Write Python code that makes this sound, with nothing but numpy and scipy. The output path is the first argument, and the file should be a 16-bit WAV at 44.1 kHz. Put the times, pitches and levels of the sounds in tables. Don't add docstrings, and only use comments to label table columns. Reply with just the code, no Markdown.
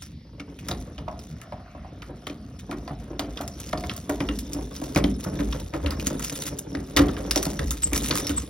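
import sys
import numpy as np
from scipy import signal
from scipy.fft import rfft, irfft, next_fast_len
from scipy.io import wavfile
from scipy.ndimage import uniform_filter1d, map_coordinates

SR = 44100
rng = np.random.default_rng(int(sys.argv[2]) if len(sys.argv) > 2 else 0)


def wrap_up_sound(samples):
    columns = np.atleast_2d(samples).T
    tamed = np.clip(columns, -1, 1)
    steps = np.round(tamed * 32767).astype(np.int16)
    wavfile.write(sys.argv[1], SR, steps)


N = 374585
TIME = np.arange(N) / SR

# (time [s], nominal clink level [dB], loudest key pitch [Hz],
# bright edge re clink [dB], barrel clack re clink [dB])
CONTACTS = [(0.022, -30, 5470, -7, -37), (0.3981, -28, 2540, -32, -12.5), (0.5896, -35, 2580, -9, -26),
            (0.6851, -22.5, 5350, -2.5, -6.5), (0.713, -19, 3880, -16, -10), (0.9808, -32, 3100, -37, -20),
            (1.083, -38.5, 2800, -28, 2), (1.192, -36.5, 5320, -4, -12), (1.415, -38, 2390, 0, -0.5),
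            (1.523, -38.5, 2410, -32, 1.5), (2.021, -32.5, 2610, -21, -2), (2.2689, -24, 3210, -10, -10),
            (2.298, -31.5, 2480, -24, -16), (2.712, -30, 2430, -5, 2), (2.877, -34, 4800, -29, 0.5),
            (3.194, -17.5, 3220, -7, -6.5), (3.373, -24, 3210, -40, -9), (3.411, -33, 3260, 5, 2),
            (3.478, -27.5, 5420, -2, -26), (3.601, -32, 6800, 2, -24), (3.7289,  -28, 2120, -26, -2),
            (3.775, -28, 4400, -23, -21), (3.8383, -26, 2150, -30, -4.5), (3.896, -19.5, 3410, -33.5, -9),
            (3.965, -32, 5700, 6, -25), (4.095, -27, 2270, 1, -1), (4.2043, -19.5, 2400, -22, -12),
            (4.2885, -20, 2860, -34, -7), (4.3891, -27, 5440, 4.5, -31), (4.533, -25.5, 5510, 3.5, -35),
            (4.764, -26.5, 5480, -4, -12.5), (4.948, -25, 5100, -5, -5), (4.9604, -12, 2130, -8.5, -9.5),
            (5.041, -17, 3100, -19, -9), (5.24, -30.5, 5240, 3.5, 1), (5.3887, -42, 1960, -25, 17.5),
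            (5.5255, -22.5, 3260, -19, -9), (5.737, -29.5, 1840, -36, 4), (5.8611, -19.5, 3010, -32, -2),
            (5.907, -24, 4970, 1, 1), (5.998, -25.5, 2480, -6, -19), (6.0694, -14, 6450, -3, -10.5),
            (6.195, -34.5, 2110, 10, 3), (6.248, -25.5, 5180, 3.5, -17), (6.2983, -32, 5440, -5, -30),
            (6.355, -30, 3640, 3, -15), (6.468, -28, 3400, 8, -6), (6.5875, -30, 6300, 8.5, -30),
            (6.751, -23.5, 1940, -34, -10.5), (6.9647, -12, 3600, 1, -8.5), (6.97, -6.5, 1960, -15, -16),
            (6.979, -26, 3780, -16, 0), (6.99, -17.5, 3660, -14, 0.5), (7.0844, -29, 3380, -26, 4.5),
            (7.167, -26.5, 1920, -30, -1.5), (7.31, -9, 5400, -6, -31), (7.3595, -10.5, 5650, -7, -39),
            (7.3751, -14.5, 5500, -10, -33), (7.428, -19.5, 5970, 3, -10), (7.453, -22.5, 4260, 2, -10),
            (7.592, -18, 1870, -13, -17), (7.708, -26.5, 3660, 11.5, -5.5), (7.8347, -25, 5100, 4, -36),
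            (7.914, -44, 2280, -9, 8), (7.9326, -18.5, 2350, 2, -3.5), (7.961, -20, 5500, 0, -24),
            (7.977, -19.5, 5580, 4, -29), (8.0444, -23, 5650, 0, -6), (8.1096, -12.5, 4430, -19, -6.5),
            (8.154, -22, 5100, 1, -4), (8.199, -28, 2090, 3.5, -25), (8.269, -16, 5600, -7, -14),
            (8.294, -22, 3040, 2, -3), (8.373, -34, 5400, -1, 3)]
# (time [s], nominal panel level [dB], lock plate re panel [dB],
# cabinet boom rms re panel [dB], favoured pitch [Hz])
BLOWS = [(0.398, -31, -20, -21, 241), (0.691, -23.5, -15, -4.5, 212), (0.711, -24, -7.5, -10, 250),
         (0.982, -46.5, 8, -11.0, 240), (1.079, -33, 5.5, -6, 239), (1.522, -33, 1, -26.0, 186),
         (1.749, -32.5, -5.5, -6.0, 170), (1.846, -47.5, 7, -21, 140), (2.096, -46.5, 2.5, -18.0, 180),
         (2.269, -34.5, -7.5, -17, 368), (2.298, -28.5, -35, -21.0, 280), (2.693, -25.5, -12, -2, 241),
         (2.724, -26.5, -11.5, -21, 305), (2.876, -41, 5.5, -15.0, 220), (2.906, -27, -8, -2.5, 150),
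         (3.105, -25.0, -20, -12, 255), (3.193, -26, -3, -19.0, 284), (3.229, -34.5, -19.0, 5.5, 310),
         (3.404, -28.5, 1, -13, 253), (3.732, -24.0, -1.5, -15, 234), (3.837, -25.5, -7.5, -10, 243),
         (4.093, -19, -5.5, -9, 294), (4.205, -17.5, -14.5, -4.5, 272), (4.292, -21, -27.0, -8.5, 262),
         (4.55, -25.5, -28, -8.0, 270), (4.586, -24, -15, -27, 322), (4.818, -23.5, -13, -30.0, 270),
         (4.961, -8.5, -19.5, -12.5, 160), (5.039, -10, -24, -14.0, 222), (5.263, -18.5, -16.5, -10, 158),
         (5.396, -15.5, -23, 0, 224), (5.739, -25.5, -10, -16, 334), (5.828, -39.5, -30.0, 19.5, 168),
         (5.861, -22.5, -33.0, -11, 239), (5.985, -22, -32, -24.0, 222), (6.067, -23, -24, -19, 244),
         (6.718, -27.5, -24, -2, 220), (6.747, -21.5, -42, -19.0, 312), (6.963, -14, -35, 0, 327),
         (6.98, -17, -10.5, -22, 280), (6.995, -9.5, -30, -37, 267), (7.038, -20, -34.0, -19.0, 300),
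         (7.064, -21.0, -23.0, -23, 297), (7.124, -27.0, -15, -13.0, 220), (7.215, -41, -16, 17.5, 280),
         (7.361, -16.0, -12.5, -22, 380), (7.464, -17, -13.5, -29.0, 190), (7.594, -20.5, -35, 6.5, 179),
         (7.852, -31.5, -33, 8.5, 180), (7.924, -21.5, -23.0, -3, 270), (7.963, -25.5, -22.0, -16, 240),
         (8.105, -21, -25.0, -4, 140), (8.294, -20, -37, 0.5, 244)]
# (time [s], door shake [dB], barrel grind [dB])
HAND = [(0.0, -55.5, -76), (0.92, -42.5, -61), (1.44, -57.5, -53.5), (1.87, -49, -57), (2.51, -49, -58.5),
        (3.28, -42, -55), (4.28, -47, -52.5), (4.56, -41.5, -79), (5.2, -40.5, -60), (5.89, -37.5, -56),
        (6.69, -44, -66), (6.9, -40.5, -55), (7.23, -35.5, -46), (7.9, -43.5, -72), (8.13, -34.5, -52),
        (8.49, -44.5, -62)]
# (frequency [Hz], relative density [dB per Hz])
CLINK_SPECTRUM = [(1200, -1), (2200, 2.5), (4000, 3.5), (6000, 2), (7500, -18), (12000, -39)]
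# (frequency [Hz], relative density [dB per Hz])
EDGE_SPECTRUM = [(4500, -17.5), (6500, 4), (9000, -0.5), (12000, -3.5), (15900, 1), (16200, -39),
                 (17200, -50)]
# (frequency [Hz], width [Hz], relative level [dB])
BARREL_MODES = [(1158, 170, 6.5), (1438, 94, 5.5), (1784, 490, -1)]
# (frequency [Hz], width [Hz], relative level [dB])
PLATE_MODES = [(610, 60, 9), (735, 65, 11), (1020, 180, 1)]


def key_contacts():
    s, db, _, edge_db, clack_db = np.transpose(CONTACTS)
    bounce = chatter(250, 5.8)
    crack_hit = bursts(s, db + 1.0, 0.0016, size=6)
    crack_bounce = bounce * bursts(s, db - 14.5, 0.064, size=60)
    crack = filtered(crack_hit + crack_bounce, colour(CLINK_SPECTRUM))
    edge_hit = bursts(s, db + edge_db + 5.5, 0.0027)
    edge_bounce = bounce * bursts(s, db + edge_db - 12.0, 0.087, size=60)
    edge = filtered(edge_hit + edge_bounce, colour(EDGE_SPECTRUM))
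    clack = filtered(bounce * bursts(s, db + clack_db - 5.5, 0.1, size=60), modes(BARREL_MODES))
    return crack + edge + clack


def key_rings():
    s, db, hz, _, _ = np.transpose(CONTACTS)
    late, ratio = rng.random((len(s), 2)).T
    struck = pings(s, db - 2.5, hz, t60=0.025, rough=0.19)
    neighbour_hz = hz * (.6 + 1.2 * ratio)
    neighbour = pings(s + .006 * late, db - 6.5, neighbour_hz, t60=0.017, rough=0.18)
    return struck + neighbour


def key_rattle():
    # (time [s], relative rattle level [dB])
    shaking = [(0.0, -45), (0.2, -79), (0.8, -51.5), (1.03, -70), (1.24, -55), (1.37, -62.5), (1.51, -71.5),
               (2.67, -59.5), (3.22, -61.5), (3.45, -52.5), (4.66, -50), (4.94, -50), (5.56, -50),
               (5.82, -56), (6.22, -44.5), (6.41, -38.5), (6.6, -56), (6.83, -53.5), (7.4, -46), (7.8, -46),
               (8.06, -33), (8.16, -37.5), (8.39, -41.5), (8.49, -50.5)]
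    s, db = np.transpose(CONTACTS)[:2]
    after_db, after_s = -29.5, 0.079
    shake = curve(shaking, column=1) + dying(s, db + after_db, after_s, size=400)
    contacts = chatter(45, 5.5) * crowd(450, 3.6, 0.003)
    rattle = amp(-4.5) * filtered(contacts, colour(CLINK_SPECTRUM))
    rattle += amp(11.5) * shake ** 0.29 * filtered(contacts, colour(EDGE_SPECTRUM))
    return shake * (rattle + amp(-5.0) * jangle(count=1800))


def jangle(count):
    # (frequency [Hz], relative level [dB], t60 [s])
    key_modes = [(3643, -1, 0.085), (5640, 5.5, 0.073), (6450, -1, 0.024), (9300, 0.5, 0.027),
                 (10360, 1.5, 0.036)]
    when, which, size, off = rng.random((count, 4)).T
    hz, db, t60 = np.array(key_modes)[(which * len(key_modes)).astype(int)].T
    pitch_hz = hz * (1 + .14 * (off - .5))
    return unit(pings(when * TIME[-1], db + 14 * size, pitch_hz, t60[:, None], rough=0.16))


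def thin_tones():
    # (time [s], pitch [Hz], relative level [dB], time scale of the swell [s])
    tones = [(7.826, 7550, -22, .022), (8.363, 7700, -27, .02)]
    out, t = np.zeros(N + SR), TIME[:SR // 10]
    for s, hz, db, length in tones:
        u = t / length
        swell = u * np.exp(-u * u * u)
        drift = 0.025 * np.cumsum(rng.standard_normal(len(t)))
        out[round(s * SR):][:len(t)] += amp(db + 11.5) * swell * np.sin(2 * np.pi * hz * t + drift)
    return out[:N] * chatter(180, 4.0)


def barrel_grind():
    after_db = -45
    effort = curve(HAND, column=2) + amp(after_db) * aftershake()

    def response(hz):
        return modes(PLATE_MODES + BARREL_MODES)(hz) / (1 + 1j * hz / 1500) ** 2

    return effort * filtered(crowd(250, 3.5, 0.03), response)


def door():
    # (frequency [Hz], width [Hz], relative level [dB])
    panel_modes = [(146.7, 54, -1.5), (216, 47, -1.5), (272.3, 51, 0), (369, 65, -4), (439, 99, -4.5)]
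    favour_db = 12
    s, db, plate_db, _, favoured_hz = np.transpose(BLOWS)

    def soft(hz):
        return 1 / (1 + 1j * hz / 2500) ** 2

    shaking = (curve(HAND, column=1) + aftershake()) * crowd(80, 4.0, 0.042)
    grain, panel = rng.standard_normal(N), 0
    for k, (hz, width, mode_db) in enumerate(panel_modes):
        share_db = db - favour_db * abs(np.log2(hz / favoured_hz))
        thump = dying(s, share_db + 8.5, 0.0012, size=20)
        rumble = dying(s, share_db, 0.11, size=90) * grain
        resonator = signal.iirpeak(hz, hz / width, SR)
        ringing = signal.lfilter(*resonator, thump + rumble + shaking)
        panel = panel + (-1) ** k * amp(mode_db + 11) * ringing
    tap = bursts(s, db + plate_db - 1, 0.11) + dying(s, db + plate_db + 11, 0.001, size=20)
    return filtered(panel, soft) + filtered(tap, lambda hz: modes(PLATE_MODES)(hz) * soft(hz))


def aftershake():
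    s, db = np.transpose(BLOWS)[:2]
    return dying(s, db - 15, 0.12, size=900)


def cabinet():
    boom_hz, boom_wander_hz = 59, 11
    boom_s, boom_lag_s = .16, 0.0024
    murmur_db = -1
    s, db, _, boom_db, _ = np.transpose(BLOWS)
    wander = unit(uniform_filter1d(rng.standard_normal(N), size=1600))
    boom = dying(s + boom_lag_s, db + boom_db, boom_s, size=900)
    murmur = curve(HAND, column=1) * amp(murmur_db) * chatter(8.2, 3.7)
    phase = 2 * np.pi * np.cumsum(boom_hz + boom_wander_hz * wander) / SR
    return np.sqrt(2) * (boom + murmur) * np.sin(phase)


def walls(x):
    # (frequency [Hz], t60 [s])
    decay = [(150, 0.66), (1000, 0.27), (10000, 0.13)]
    hz, t, z = signal.stft(rng.standard_normal((2, SR // 2)), SR, nperseg=256)
    fade = amp(-60 * t / along(decay, hz)[:, None])
    tail = signal.istft(z * fade, SR, nperseg=256)[1]
    return signal.fftconvolve(x[None], tail / np.linalg.norm(tail[0]), axes=1)[:, :N]


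def room_hum():
    # (frequency [Hz], relative density [dB per Hz])
    hum_spectrum = [(25, -50), (50, -5), (250, -12.5), (1000, -66.5), (2000, -40.5), (5500, -45),
                    (7000, -60.5), (16000, -65)]
    return amp(-41.5) * chatter(4.4, 1.4) * filtered(patchy(depth_db=3), colour(hum_spectrum))


def patchy(depth_db):
    z = signal.stft(rng.standard_normal((2, N)), nperseg=512)[2]
    field = uniform_filter1d(rng.standard_normal(z.shape[1:]), size=12, axis=0)
    field = uniform_filter1d(field, size=16, axis=1)
    return unit(signal.istft(z * amp(depth_db * unit(field)), nperseg=512)[1][:, :N])


def pings(times, db, hz, t60, rough):
    t = np.arange(SR // 50) / SR
    wander = rough * np.cumsum(rng.standard_normal((len(times), len(t))), axis=1)
    tone = amp(db[:, None] - 60 * t / t60) * np.sin(2 * np.pi * hz[:, None] * t + wander)
    at = np.round(times * SR).astype(int)[:, None] + np.arange(len(t))
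    return np.bincount(at.ravel(), tone.ravel(), N + SR)[:N]


def chatter(rate_hz, depth_db):
    knots = rng.standard_normal(int(N * rate_hz / SR) + 4)
    return unit(amp(depth_db * map_coordinates(knots, [TIME * rate_hz], order=1)))


def crowd(rate_hz, spread_db, t60):
    hit = rng.random(N) < rate_hz / SR
    size_db = spread_db * np.minimum(rng.exponential(size=N), 3)
    return unit(bursts(TIME[hit], size_db[hit], t60))


def bursts(times, db, t60, size=20):
    return dying(times, db, t60, size) * rng.standard_normal(N)


def dying(times, db, t60, size):
    at = np.clip(np.round(times * SR).astype(int), 0, N - 1)
    jumps = np.bincount(at, amp(db), N)
    decay = signal.lfilter([1], [1, -amp(-60 / (t60 * SR))], jumps)
    return uniform_filter1d(decay, size, origin=(size - 1) // 2)


def curve(rows, column):
    rows = np.array(rows)
    return amp(np.interp(TIME, rows[:, 0], rows[:, column]))


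def modes(table):
    def response(f):
        total = 0
        for k, (c, w, db) in enumerate(table):
            total = total + (-1) ** k * amp(db) * 1j * f * w / (c * c - f * f + 1j * f * w)
        return total
    return response


def colour(spectrum):
    return lambda hz: amp(along(spectrum, hz))


def filtered(x, response):
    m = next_fast_len(N + SR // 2)
    gain = response(np.fft.rfftfreq(m, 1 / SR))
    return irfft(rfft(x, m) * gain / np.sqrt(np.mean(abs(gain) ** 2)), m)[..., :N]


def along(points, hz):
    f, v = np.transpose(points)
    return np.interp(np.log(hz + 1), np.log(f + 1), v)


def amp(db):
    return 10 ** (np.asarray(db) / 20)


def unit(x):
    return x / np.sqrt(np.mean(x ** 2) + 1e-20)


def scene():
    bunch = key_contacts() + key_rings() + key_rattle() + barrel_grind() + thin_tones()
    body = door() + cabinet()
    near = bunch + body
    z = signal.stft(near, nperseg=128)[2]
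    random_phase = np.exp(2j * np.pi * rng.random(z.shape))
    diffuse = 1.4 * signal.istft(z * random_phase, nperseg=128)[1][:N]
    body_echo = amp(-6.0) * walls(body)
    bunch_echo = amp(-8.5) * chatter(300, 3.2) * walls(bunch)
    return np.array([near, diffuse]) + body_echo + bunch_echo + room_hum()


def record(dry):
    # (frequency [Hz], phase by which left leads [rad])
    lead = [(300, -.7), (900, -.9), (2600, .9), (5500, 1), (7400, 3.1), (11000, 6.3), (14000, 9.5),
            (17000, 10.5)]
    # (frequency [Hz], coherence [-1 to 1])
    alike = [(330, .8), (800, .8), (1500, .78), (4000, .78), (9000, .9), (15000, .92)]
    # (time [s], edge [Hz])
    mono = [(0, 400), (.6, 670), (1.6, 780), (2.2, 670), (3.5, 920), (4.3, 670), (4.8, 332), (8.49, 323)]
    top_hz = 17140
    dry = .8 * np.tanh(dry / .8)
    m = next_fast_len(N + SR // 2)
    hz = np.fft.rfftfreq(m, 1 / SR)
    turn = np.arccos(np.clip(along(alike, hz), -1, 1)) / 2
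    shift = np.exp(.5j * np.interp(hz, *np.transpose(lead)))
    bass_cut = 1 - 1 / (1 + (hz / 43) ** 8)
    common, differing = rfft(dry, m) * [np.cos(turn), np.sin(turn)] * (hz < top_hz) * bass_cut
    ports = np.array([(common + differing) * shift, (common - differing) / shift])
    left, right = irfft(ports, m)[:, :N]
    mid = (left + right) / 2
    f, t, z = signal.stft((left - right) / 2, SR, nperseg=2048)
    edge_hz = np.interp(t, *np.transpose(mono))
    side_gain = 1.02 - 1 / (1 + (f[:, None] / edge_hz) ** 10)
    side = signal.istft(z * side_gain, nperseg=2048)[1][:N]
    return np.array([mid + side, mid - side])


dry = scene()
out = record(dry)
wrap_up_sound(out)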